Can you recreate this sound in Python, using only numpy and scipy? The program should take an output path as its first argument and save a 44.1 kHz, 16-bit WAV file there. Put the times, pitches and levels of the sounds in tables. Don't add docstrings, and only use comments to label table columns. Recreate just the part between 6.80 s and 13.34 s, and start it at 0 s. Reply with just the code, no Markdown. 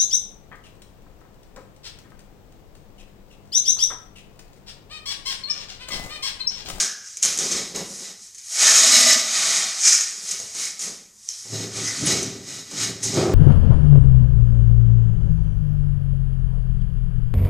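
import sys
import numpy as np
from scipy import signal
from scipy.fft import rfft, irfft
from scipy.io import wavfile
from scipy.ndimage import uniform_filter1d

SR = 44100
rng = np.random.default_rng(int(sys.argv[2]) if len(sys.argv) > 2 else 0)


def inscribe(sig):
    pcm = np.round(np.clip(np.atleast_2d(sig).T, -1, 1) * 32767)
    wavfile.write(sys.argv[1], SR, pcm.astype(np.int16))


N = 288414


def undb(db):
    return 10 ** (np.asarray(db) / 20)


def unit(x):
    return x / np.sqrt(np.mean(x ** 2))


def colour(x, eq):
    size = 4096
    hz, db = np.transpose(eq)
    bins = np.fft.rfftfreq(size, 1 / SR)
    gain = unit(undb(np.interp(np.log(bins + 1), np.log(hz), db)))
    cepstrum = irfft(np.log(gain))
    cepstrum[1:size // 2] *= 2
    cepstrum[size // 2 + 1:] = 0
    return signal.oaconvolve(x, irfft(np.exp(rfft(cepstrum))))[:len(x)]


def resonate(x, hz, width):
    return signal.lfilter(*signal.iirpeak(min(hz, .45 * SR), hz / width, fs=SR), x)


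def modes(x, table, lock):
    out = 0
    for hz, width, db in table:
        ring = resonate(x, hz, width)
        power = uniform_filter1d(ring ** 2, int(SR / width)).clip(min=0)
        swing = np.sqrt(power) + np.std(ring) / 10
        out = out + undb(db) * unit(ring / swing ** lock)
    return unit(out)


def wander(hz):
    step = max(int(SR / hz), 2)
    held = rng.standard_normal(N)[np.arange(N) // step]
    return unit(uniform_filter1d(uniform_filter1d(held, step), step))


def grit(per_s, spread_db, catch_db, catch_hz):
    slips = (rng.random(N) < per_s / SR) * np.sign(rng.standard_normal(N))
    sizes = undb(spread_db * rng.standard_normal(N).clip(-2, 2))
    catching = undb(catch_db * wander(catch_hz).clip(-2, 2))
    return unit(slips * sizes * catching)


def swell(start, hold, rise, fall):
    t = np.arange(N) / SR
    return np.exp(-np.maximum((start - t) / rise, (t - start - hold) / fall).clip(0, 20))


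def blend(swells, db):
    return np.sqrt(undb(db) ** 2 @ swells ** 2)


def strip_low_cut(x):
    return signal.sosfilt(signal.butter(4, 170, "high", fs=SR, output="sos"), x)


def add_tail(x, tail, wet_db):
    response = undb(wet_db) * tail / np.linalg.norm(tail)
    response[0] = 1
    return signal.oaconvolve(x, response / np.linalg.norm(response))[:N]


def scatter(x, wet_db, fade_s):
    t = np.arange(SR // 25) / SR
    bounces = rng.standard_normal(len(t)) * np.exp(-t / fade_s) * (t > .001)
    return add_tail(x, bounces, wet_db)


# frequency in Hz, gain in dB.
HISS_EQ = [(100, -25), (1000, -33.5), (2700, -20), (3500, -16.5), (4500, -8.5), (5200, -2), (5900, 0),
           (6600, 2), (7400, -2.5), (8300, -4.5), (10000, -25.5), (12000, -42), (14000, -32)]
RASP_EQ = [(150, -27.5), (450, -8), (800, -5), (1000, -6.5), (1250, 0.5), (1700, -2.5), (2200, 4),
           (2450, 0.5), (2750, -3), (3200, 1), (5000, 3), (12000, -56)]
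DUST_EQ = [(2000, -50), (7000, -19), (9000, 1), (10500, -3), (12000, -12), (14000, -28)]
# frequency in Hz, bandwidth in Hz, level in dB.
RING_MODES = [(1990, 36, 3), (2220, 45, -1), (2900, 55, 0), (3965, 70, 6), (4200, 150, 3), (4480, 70, 1),
              (5150, 110, 10), (5400, 70, 6), (6370, 110, 7), (6550, 70, 5), (6720, 60, 5), (7850, 150, 1)]
# start of full speed, hold, rise and fall in seconds, hiss level in dB,
# then rasp, dust and ring in dB relative to the hiss, and drumming level in dB.
EDGE_STROKES = [ (0.0, 0.0057, .02, 0.049, -18, -9.5, -14.5, -10, -34.5),
                (0.27, 0.047, 0.034, 0.23, -40.5, -18, -16, -16, -72),
                (0.44, 0.024, 0.0095, 0.11, -24.5, -8.5, -11, -17, -37),
                (0.6, 0.049, 0.01, 0.1, -25.5, -10, -15, -16, -25),
                (0.725, 0.049, 0.039, 0.077, -27, -7.5, -18, -5, -25),
                (0.95, 0.042, .004, 0.053, -35.5, -6.5, -23, 1, -24.5),
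                (1.106, 0.1, 0.12, 0.087, -37.5, -15, -9, -21, -39.5),
                (1.244, 0.042, 0.058, 0.057, -37.5, -9, -21, -2.5, -43),
                (1.437, 0.0071, 0.054, 0.094, -41.5, -18.5, -13, -15, -73),
                (1.743, 0.057, .06, .04, -28, -34, -9.5, -18, -78),
                (1.823, 0.1, .039, .05, -14, -7, -14, -10, -45),
                (1.955, 0.13, 0.023, 0.053, -14.5, -9, -17, -7, -40),
                (2.145, .09, 0.052, 0.045, -14.5, -9.5, -17, -3, -41),
                (2.278, 0.041, 0.029, 0.079, -15, -9, -35, -4.5, -34.5),
                (2.574, 0.2, 0.13, 0.14, -20.5, -6, -14.5, -9.5, -38),
                (3.067, 0.013, 0.047, 0.11, -14, -15, -18, -27, -43.5),
                (3.293, 0.14, 0.047, 0.1, -44, -10, -9, -9, -48.5),
                (3.49, 0.023, 0.089, 0.18, -30.5, -12.5, -11.5, -8, -40),
                (3.788, 0.082, 0.037, .05, -27.5, -12, -12, -9, -45),
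                (4.019, 0.023, 0.019, 0.073, -28.5, -12.5, -11, -18, -34),
                (4.057, 0.014, .02, 0.058, -38, -5, -21, -11, -33.5),
                (4.5, 0.21, 0.078, 0.088, -39, -17, -11, -20, -77),
                (4.75, 0.084, 0.049, 0.062, -34, -6.5, -28, -1, -60),
                (4.967, 0.4, 0.037, .04, -30, -6, -13.5, -13, -57),
                (5.272, 0.014, 0.017, 0.11, -22, -7, -22, -2, -49),
                (5.689, .08, 0.039, 0.068, -36.5, -7.5, -15.5, -2.5, -55),
                (6.01, 0.025, 0.054, 0.064, -25.5, -5.5, -18, -2, -45),
                (6.24, .02, 0.015, 0.15, -27.5, -24, -25, -5.5, -50),
                (6.387, 0.022, 0.072, 0.057, -34, 2.5, -30, -1, -45)]


def edge_scrape():
    strokes = np.array([swell(*row[:4]) for row in EDGE_STROKES])
    hiss_db, rasp_db, dust_db, ring_db = np.transpose(EDGE_STROKES)[4:8]
    hiss = colour(grit(per_s=8000, spread_db=3.5, catch_db=.4, catch_hz=280), HISS_EQ)
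    rasp = colour(grit(per_s=7000, spread_db=2, catch_db=.33, catch_hz=90), RASP_EQ)
    dust = colour(grit(per_s=13000, spread_db=2.5, catch_db=0, catch_hz=200), DUST_EQ)
    ring = modes(grit(per_s=4100, spread_db=2, catch_db=2.5, catch_hz=70), RING_MODES, lock=.043)
    grinding = (blend(strokes, hiss_db) * hiss
                + blend(strokes, hiss_db + rasp_db) * rasp
                + blend(strokes, hiss_db + dust_db) * dust)
    grinding = scatter(grinding, wet_db=-10, fade_s=.006)
    ringing = blend(strokes, hiss_db + ring_db) * ring
    chirp_db = 1.49 * hiss_db - 6
    return strip_low_cut(grinding + ringing + blend(strokes, chirp_db) * grain_chirps())


def grain_chirps(per_s=98, half_length_s=.0039, lowest_hz=6250, span_octaves=.9):
    spread_db, db_per_octave, glide_octaves_per_s = 2.5, -18.5, 6
    t = np.arange(-SR // 50, SR // 50) / SR
    envelope = np.exp(-(t / half_length_s) ** 2)
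    out = np.zeros(N + len(t))
    starts = np.flatnonzero(rng.random(N) < per_s / SR)
    octaves = span_octaves * rng.random(N)
    sizes, glides = rng.standard_normal((2, N)).clip(-2, 2)
    for i in starts:
        hz = lowest_hz * 2 ** (octaves[i] + glide_octaves_per_s * glides[i] * t)
        db = spread_db * sizes[i] + db_per_octave * octaves[i]
        out[i:i + len(t)] += undb(db) * envelope * np.sin(2 * np.pi * np.cumsum(hz) / SR)
    return unit(out[:N])


# frequency in Hz, gain in dB.
PAPER_EQ = [(100, -52), (800, -55), (1300, -13.5), (2800, -13.5), (4500, -41), (4950, 0), (5500, 1.5),
            (6300, 5), (7200, -3), (8300, -12), (10000, -17), (14000, -35)]
# peak time in seconds, level in dB, rise and fall in seconds,
# pitch of the hollow under the palm in Hz, its level in dB relative to the swish.
HAND_SWIPES = [(0.005, -23, 0.016, 0.078, 1650, -9.5), (0.285, -39, .025, 0.013, 1700, -29),
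               (1.88, -19, 0.026, 0.036, 1770, -4.5), (3.078, -10.5, 0.029, 0.016, 2380, -19),
               (3.129, -11, 0.0075, 0.034, 2410, -26), (3.845, -32.5, 0.042, 0.042, 2210, -7),
               (5.085, -23, 0.032, 0.017, 1990, -9.5)]


def hand_swipes():
    out = 0
    fibres = grit(per_s=6000, spread_db=5, catch_db=0, catch_hz=160)
    swish = colour(fibres, PAPER_EQ)
    for peak, db, rise, fall, palm_hz, palm_db in HAND_SWIPES:
        palm = unit(resonate(resonate(fibres, palm_hz, width=210), palm_hz, width=210))
        out = out + undb(db) * swell(peak, 0, rise, fall) * (swish + undb(palm_db) * palm)
    return out


# frequency in Hz, gain in dB.
BODY_EQ = [(40, -13), (90, -10), (140, -7.5), (190, -2), (230, -1), (295, -5), (390, 2), (550, -5.5),
           (750, -10.5), (1000, -10), (3000, -29.5)]
# frequency in Hz, bandwidth in Hz, level in dB.
DRUM_MODES = [(184, 18, 4), (214, 24, 7.5), (336, 24, 0), (407, 26, -3), (458, 30, -1), (557, 36, 0.5),
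              (736, 78, -3)]


def drumming(lag_s=.024, rise_s=.032, fall_s=.059):
    strokes = np.array([swell(start + lag_s, hold, rise_s, fall_s) for start, hold, *_ in EDGE_STROKES])
    drum_db = np.transpose(EDGE_STROKES)[-1]
    bumps = colour(grit(per_s=1200, spread_db=1.5, catch_db=-5, catch_hz=40), BODY_EQ)
    drum = undb(-16.5) * bumps + undb(-15) * modes(bumps, DRUM_MODES, lock=1)
    return blend(strokes, drum_db) * drum


# frequency in Hz, gain in dB.
CRACK_EQ = [(100, -68), (1000, -9), (2300, -0.5), (3500, -7), (5000, -7.5), (7000, -6.5), (9000, -2.5),
            (11000, -11), (14000, -18)]
# start in seconds, level in dB, crumble decay in seconds, thud offset in dB.
CORNER_KNOCKS = [(0.3702, -26.5, 0.0048, -27), (0.424, -23, 0.005, -40), (0.4275, -12.5, 0.0087, -30),
                 (0.434, -12.5, 0.0033, -19), (0.4507, -5.5, 0.0007, -18), (0.457, -16, .005, -30),
                 (0.526, -20, 0.0023, -26), (0.575, -16.5, 0.0028, -23), (0.588, -14.5, 0.0031, -18),
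                 (0.7147, -21.5, 0.013, -9), (0.96, -22, 0.004, -17), (1.546, -38, 0.012, -25),
                 (1.581, -36.5, 0.015, -32), (1.9555, -16, 0.021, -27), (3.077, -13, .009, -46),
                 (3.209, -15, 0.0024, -30), (3.4908, -22, 0.0023, -22), (3.5115, -20.5, 0.009, -36),
                 (3.599, -28, 0.0066, -4.5), (3.749, -30, 0.012, -10), (3.9927, -30.5, 0.037, -22),
                 (4.489, -16.5, 0.0011, -27), (4.653, -54, .012, 11), (5.278, -20.5, 0.0097, -6),
                 (5.4292, -21.5, 0.0049, -20), (5.912, -35, .016, -4), (6.23, -23.5, 0.031, -15),
                 (6.341, -24, 0.0066, -5)]


def corner_knocks(crumble_hz=6470):
    t = np.arange(SR // 5) / SR
    cracks, thuds = np.zeros((2, N + len(t)))
    for start, db, decay, thud_db in CORNER_KNOCKS:
        envelope = np.exp(-t / decay)
        spray = unit(rng.standard_normal(len(t)) * envelope) * np.sqrt(np.mean(envelope ** 2))
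        ring = resonate(spray, crumble_hz, width=850)
        i = int(start * SR)
        cracks[i:i + len(t)] += undb(db) * (undb(16) * ring + undb(-26) * spray)
        thuds[i:i + len(t)] += undb(db + thud_db) * spray
    return colour(cracks[:N], CRACK_EQ) + colour(thuds[:N], BODY_EQ)


# frequency in Hz, bandwidth in Hz, level in dB.
BENDING_MODES = [(235, 12, 1), (630, 12, 5), (1210, 14, 1.5), (1995, 12, 2.5), (2490, 40, -5),
                 (3030, 40, -4)]
# time in seconds, level in dB.
GROAN_FADER = [(1.7, -100), (1.82, -43), (1.98, -37), (2.23, -27.5), (2.34, -30), (2.46, -43), (3.0, -56),
               (3.3, -110)]


def groan():
    level_db = np.interp(np.arange(N) / SR, *np.transpose(GROAN_FADER))
    slips = grit(per_s=4000, spread_db=1, catch_db=-.5, catch_hz=75)
    return undb(level_db) * strip_low_cut(modes(slips, BENDING_MODES, lock=.85))


# peak time in seconds, level in dB, half-length in seconds,
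# pitch in Hz, glide in octaves per second.
GYPSUM_SQUEAKS = [(1.975, -29, 0.015, 6550, -10), (2.018, -12.5, .035, 6800, 0.5),
                  (2.195, -26, .014, 10600, -12), (4.49, -19, .0018, 6100, -12),
                  (4.521, -36, 0.015, 6140, -7), (5.264, -20.5, 0.006, 10200, -8),
                  (5.272, -32, .01, 8700, -16), (5.434, -32.5, .009, 9200, 2),
                  (6.238, -33, 0.01, 10500, -3), (6.255, -27.5, .016, 6350, 2)]


def squeaks():
    t, out = np.arange(N) / SR, np.zeros(N)
    waver, roughness = 1 + .018 * wander(900), wander(600)
    for peak, db, half_length, hz, glide in GYPSUM_SQUEAKS:
        near = np.abs(t - peak) < 3 * half_length
        from_peak = t[near] - peak
        phase = 2 * np.pi * np.cumsum(hz * 2 ** (glide * from_peak) * waver[near]) / SR
        out[near] += undb(db) * np.exp(-(from_peak / half_length) ** 2) * np.sin(phase)
    return out * roughness


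# frequency in Hz, bandwidth in Hz, level in dB.
RUMBLE_MODES = [(68, 4, -16), (89, 6, -12), (156, 5, -1), (195, 12, -5), (215, 12, 4), (235, 12, -5),
                (260, 16, 0), (293, 12, 3.5)]
CHATTER_MODES = [(354, 14, 3), (389, 16, 2), (415, 22, -5), (445, 25, -8), (500, 30, -5), (548, 16, -10)]
RATTLE_MODES = [(588, 12, 6), (630, 14, 13), (678, 28, 8), (748, 36, 8), (880, 170, 4), (1160, 160, 7)]
# start of full force and hold in seconds, then boom, rumble and
# chatter levels in dB.
SHEET_PUSHES = [(4.739, 0.12, -34.5, -40, -37.5), (4.974, .07, -37.5, -40, -39.5),
                (5.227, 0.042, -51, -27.5, -40), (5.319, 0.025, -41, -41, -29.5),
                (5.437, 0.072, -42.5, -36.5, -56), (5.61, 0.014, -53, -48, -48.5),
                (5.713, .06, -48, -47.5, -47.5), (5.94, .01, -53, -41, -45.5),
                (6.023, 0.067, -37, -39.5, -39), (6.268, 0.061, -33, -36, -38.5),
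                (6.377, 0.06, -31.5, -30.5, -19), (6.496, .03, -42, -31, -23.5)]


def big_sheet(boom_hz=109.3, rise_s=.028, fall_s=.086):
    pushes = np.array([swell(start, hold, rise_s, fall_s) for start, hold, *_ in SHEET_PUSHES])
    boom_db, rumble_db, chatter_db = np.transpose(SHEET_PUSHES)[2:]
    rattle_db = 1.06 * chatter_db - 8.5
    slips = grit(per_s=600, spread_db=3, catch_db=-2, catch_hz=77)
    drive = colour(slips, eq=[(30, -47), (85, 8), (1200, -18), (3000, -24)])
    wavering_hz = boom_hz * (1 + .01 * wander(25))
    boom = unit(np.sin(2 * np.pi * np.cumsum(wavering_hz) / SR) * undb(1.5 * wander(27)))
    return (blend(pushes, boom_db) * boom
            + blend(pushes, rumble_db) * modes(drive, RUMBLE_MODES, lock=1)
            + blend(pushes, chatter_db) * modes(drive, CHATTER_MODES, lock=.19)
            + blend(pushes, rattle_db) * modes(drive, RATTLE_MODES, lock=.42))


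# frequency in Hz, time to fall 60 dB in seconds.
REVERB_TIMES = [(200, 0.67), (1500, 0.67), (5000, 0.55), (8000, 0.057), (13000, 0.51)]


def room(x, wet_db):
    t = np.arange(SR) / SR
    hz, decays = np.transpose(REVERB_TIMES)
    spectrum, bins = rfft(rng.standard_normal(SR)), np.fft.rfftfreq(SR, 1 / SR)
    tail = 0
    for band_weights, t60 in zip(np.eye(len(hz)), decays):
        band = irfft(spectrum * np.interp(bins, hz, band_weights), SR)
        tail = tail + band * undb(-60 * t / t60)
    fade_in = np.clip(t / .0049 - .4, 0, 1)
    return add_tail(x, tail * fade_in, wet_db)


# frequency in Hz, gain in dB.
ROOM_TONE_EQ = [(30, 8), (120, 16.5), (500, -76), (900, 2), (2000, -3), (3000, -57), (6500, 19), (10000, 4),
                (14000, 0)]


def scene():
    room_tone = undb(-56) * colour(rng.standard_normal(N), ROOM_TONE_EQ)
    scrapes = room(edge_scrape() + squeaks(), wet_db=-8)
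    knocks = room(corner_knocks(), wet_db=2)
    hands = room(hand_swipes(), wet_db=-4.5)
    lows = room(drumming() + groan() + big_sheet(), wet_db=-8)
    mono = scrapes + knocks + hands + lows + room_tone
    return np.array([mono, mono])


def record(dry):
    ceiling, top_hz = .85, 14100
    rounded = dry / (1 + (np.abs(dry) / ceiling) ** 6) ** (1 / 6)
    return signal.sosfilt(signal.ellip(10, .2, 80, top_hz, fs=SR, output="sos"), rounded)


dry = scene()
out = record(dry)
inscribe(out)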